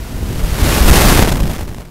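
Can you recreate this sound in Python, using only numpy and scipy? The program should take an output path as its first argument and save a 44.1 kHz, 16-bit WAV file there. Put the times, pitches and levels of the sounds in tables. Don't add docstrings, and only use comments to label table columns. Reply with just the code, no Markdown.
import sys
import numpy as np
from scipy import signal
from scipy.fft import rfft, irfft
from scipy.io import wavfile
from scipy.ndimage import uniform_filter1d

SR = 44100
rng = np.random.default_rng(int(sys.argv[2]) if len(sys.argv) > 2 else 0)


def store_pcm(level_fs):
    pcm = np.round(np.clip(level_fs, -1, 1) * 32767).astype(np.int16)
    wavfile.write(sys.argv[1], SR, np.atleast_2d(pcm).T)


N = 83790

# t/s, level/dB
FLOW_LEVEL = [(0, -38.5), (.2, -37.5), (.44, -31.5), (.58, -26.5), (.69, -19.5), (.78, -18), (.83, -21.5),
              (.9, -13.5), (1.0, -15.5), (1.08, -13.5), (1.18, -17), (1.21, -22.5), (1.3, -27.5),
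              (1.34, -33.5), (1.47, -34), (1.54, -33), (1.622, -38), (1.636, -43.5), (1.72, -43.5),
              (1.9, -51.5)]
# t/s, flutter depth/dB
FLUTTER_DEPTH = [(0, 0.3), (.45, 1.6), (.7, 0.75), (1.15, 2), (1.25, 2), (1.35, 4), (1.6, 3.0), (1.9, 3)]
# t/s, level/dB
CRACKLE_LEVEL = [(0, 2.5), (.45, 3), (.7, -7), (1.15, -4), (1.24, 11), (1.45, 8.5), (1.9, 14.5)]
# t/s, rate/(steps per s)
CRACKLE_RATE = [(0, 1900), (1.15, 2300), (1.26, 650), (1.6, 400), (1.9, 370)]
# f/Hz, relative level/dB
HISS_SPECTRUM = [(60, -14), (200, 1.5), (500, -1.5), (1000, -5), (2000, -8), (4000, -12), (8000, -15.5),
                 (13000, -16), (16000, -25)]
# t/s, level/dB, half length/s
BUFFETS = [(0.164, -16, 0.0036), (0.231, -6.5, 0.0043), (0.365, -17, 0.0076), (0.443, -7.5, 0.0064),
           (0.529, -6, 0.0036), (0.628, -1, 0.0046), (0.723, -9.5, .003), (0.819, -1, 0.0049),
           (0.855, -11, 0.0079), (.916, 9, 0.005), (1.066, -3, 0.0055), (1.095, -4, 0.0057),
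           (1.159, -2.5, 0.0065), (1.232, -4.5, 0.0069), (1.338, -11, .008), (1.425, -6, 0.0066),
           (1.628, -14, 0.0038), (1.697, -13, 0.0033)]
# f/Hz, relative level/dB
CHURN_SPECTRUM = [(40, 3), (120, -8.5), (200, -4.5), (400, -13.5), (1200, -44), (5000, -70)]
# t/s, level/dB, half length/s
TEARS = [(1.193, 3.5, 0.0009), (1.224, -9.5, 0.0059), (1.294, -13, 0.003), (1.324, -16, 0.0038),
         (1.328, -23.5, 0.0019), (1.359, -18.5, 0.0023), (1.404, -17.5, 0.002), (1.747, -27, 0.0011),
         (1.808, -31.5, 0.0019), (1.856, -39, .004)]
# t/s, level/dB, decay/s
SLAPS = [(1.198, 0, 0.0052), (1.226, 2, .002), (1.275, 3, 0.00042), (1.286, -7, 0.00066),
         (1.477, -5.5, 0.0013), (1.589, -16, 0.00087), (1.609, -11, .0015)]
# t/s, level/dB
RUMBLE_LEVEL = [(0, -24.5), (.1, -24.5), (.23, -20.5), (.4, -20), (.57, -19.5), (.66, -12), (.77, -17.5),
                (.85, -8.5), (.99, -11), (1.08, -9), (1.22, -13.5), (1.3, -16.5), (1.49, -16),
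                (1.56, -23.5), (1.74, -26.5), (1.9, -36)]
# f/Hz, relative level/dB
RUMBLE_SPECTRUM = [(12, -2.5), (25, -9.5), (45, 3.5), (70, -4.5), (105, -6), (170, -8), (300, -18),
                   (600, -28), (1500, -49.5)]

HISS_TRIM_DB, CRACKLE_TRIM_DB, RUMBLE_TRIM_DB = 3.5, -3, 0.5


def rush():
    hiss = from_db(HISS_TRIM_DB) * coloured_noise(HISS_SPECTRUM)
    steps = pressure_steps(envelope(CRACKLE_RATE), leak_hz=185)
    crackle = from_db(CRACKLE_TRIM_DB + envelope(CRACKLE_LEVEL)) * steps
    return from_db(envelope(FLOW_LEVEL)) * flutter() * (hiss + crackle)


def flutter(fast_hz=243, sway_hz=58, sway_share=0.51):
    depth_db = envelope(FLUTTER_DEPTH)
    gain = from_db(depth_db * (drift(fast_hz) + sway_share * drift(sway_hz)))
    return gain / np.exp((depth_db * np.log(10) / 20) ** 2)


def pressure_steps(per_s, leak_hz, spread_db=2.5):
    sizes = from_db(spread_db * np.minimum(rng.exponential(1, N), 3))
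    signs = rng.choice([-1, 1], N)
    onsets = rng.random(N) < per_s / SR
    jumps = sizes * signs * onsets / np.sqrt(per_s)
    return rms_one(signal.lfilter([1], [1, -np.exp(-2 * np.pi * leak_hz / SR)], jumps))


def buffets(churn_share=0.24):
    thumps = np.zeros(N)
    churn = churn_share * coloured_noise(CHURN_SPECTRUM)
    for at_s, db, half_s in BUFFETS:
        from_core = (np.arange(N) / SR - at_s) / half_s
        thumps += from_db(db) * (from_core ** 2 - 1 + churn) * np.exp(-from_core ** 2 / 2)
    return thumps


def tears(hiss_share=0.5):
    t = np.arange(N) / SR
    swells = sum(from_db(db) * np.exp(-((t - at_s) / half_s) ** 2 / 2) for at_s, db, half_s in TEARS)
    crackle = pressure_steps(per_s=3400, leak_hz=408)
    return swells * (crackle + hiss_share * coloured_noise(HISS_SPECTRUM))


def slaps(attack_s=0.00006, grit=0.26):
    drops = np.zeros(N)
    for at_s, db, decay_s in SLAPS:
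        age = np.maximum(np.arange(N) / SR - at_s, 0)
        drops -= from_db(db) * (1 - np.exp(-age / attack_s)) * np.exp(-age / decay_s)
    return drops * (1 + grit * coloured_noise(HISS_SPECTRUM))


def rumble(levelling_s=0.15):
    lumps = coloured_noise(RUMBLE_SPECTRUM)
    local_rms = np.sqrt(uniform_filter1d(lumps ** 2, int(levelling_s * SR)) + 1e-9)
    return from_db(RUMBLE_TRIM_DB + envelope(RUMBLE_LEVEL)) * lumps / local_rms


def coloured_noise(spectrum):
    hz, db = np.transpose(spectrum)
    bin_hz = np.maximum(np.arange(N // 2 + 1) * SR / N, 1)
    eq = from_db(np.interp(np.log(bin_hz), np.log(hz), db))
    return rms_one(irfft(rfft(rng.standard_normal(N)) * eq, N))


def drift(hz):
    pole = np.exp(-2 * np.pi * hz / SR)
    wobble = signal.lfilter([1], [1, -2 * pole, pole * pole], rng.standard_normal(2 * N))
    settled = rms_one(wobble[N:])
    return rms_one(np.tanh(settled / 2))


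def envelope(rows):
    return np.interp(np.arange(N) / SR, *np.transpose(rows))


def from_db(db):
    return 10 ** (np.asarray(db) / 20)


def rms_one(x):
    return x / np.sqrt(np.mean(x ** 2) + 1e-20)


def scene():
    return (rush() + tears() + slaps() + rumble() + buffets())[None]


def record(dry):
    ceiling, knee_hardness, cutoff_hz = 0.97, 5, 15700
    clipped = dry / (1 + np.abs(dry / ceiling) ** knee_hardness) ** (1 / knee_hardness)
    low_pass = signal.ellip(12, .1, 80, cutoff_hz, fs=SR, output="sos")
    return signal.sosfilt(low_pass, clipped)


dry = scene()
out = record(dry)
store_pcm(out)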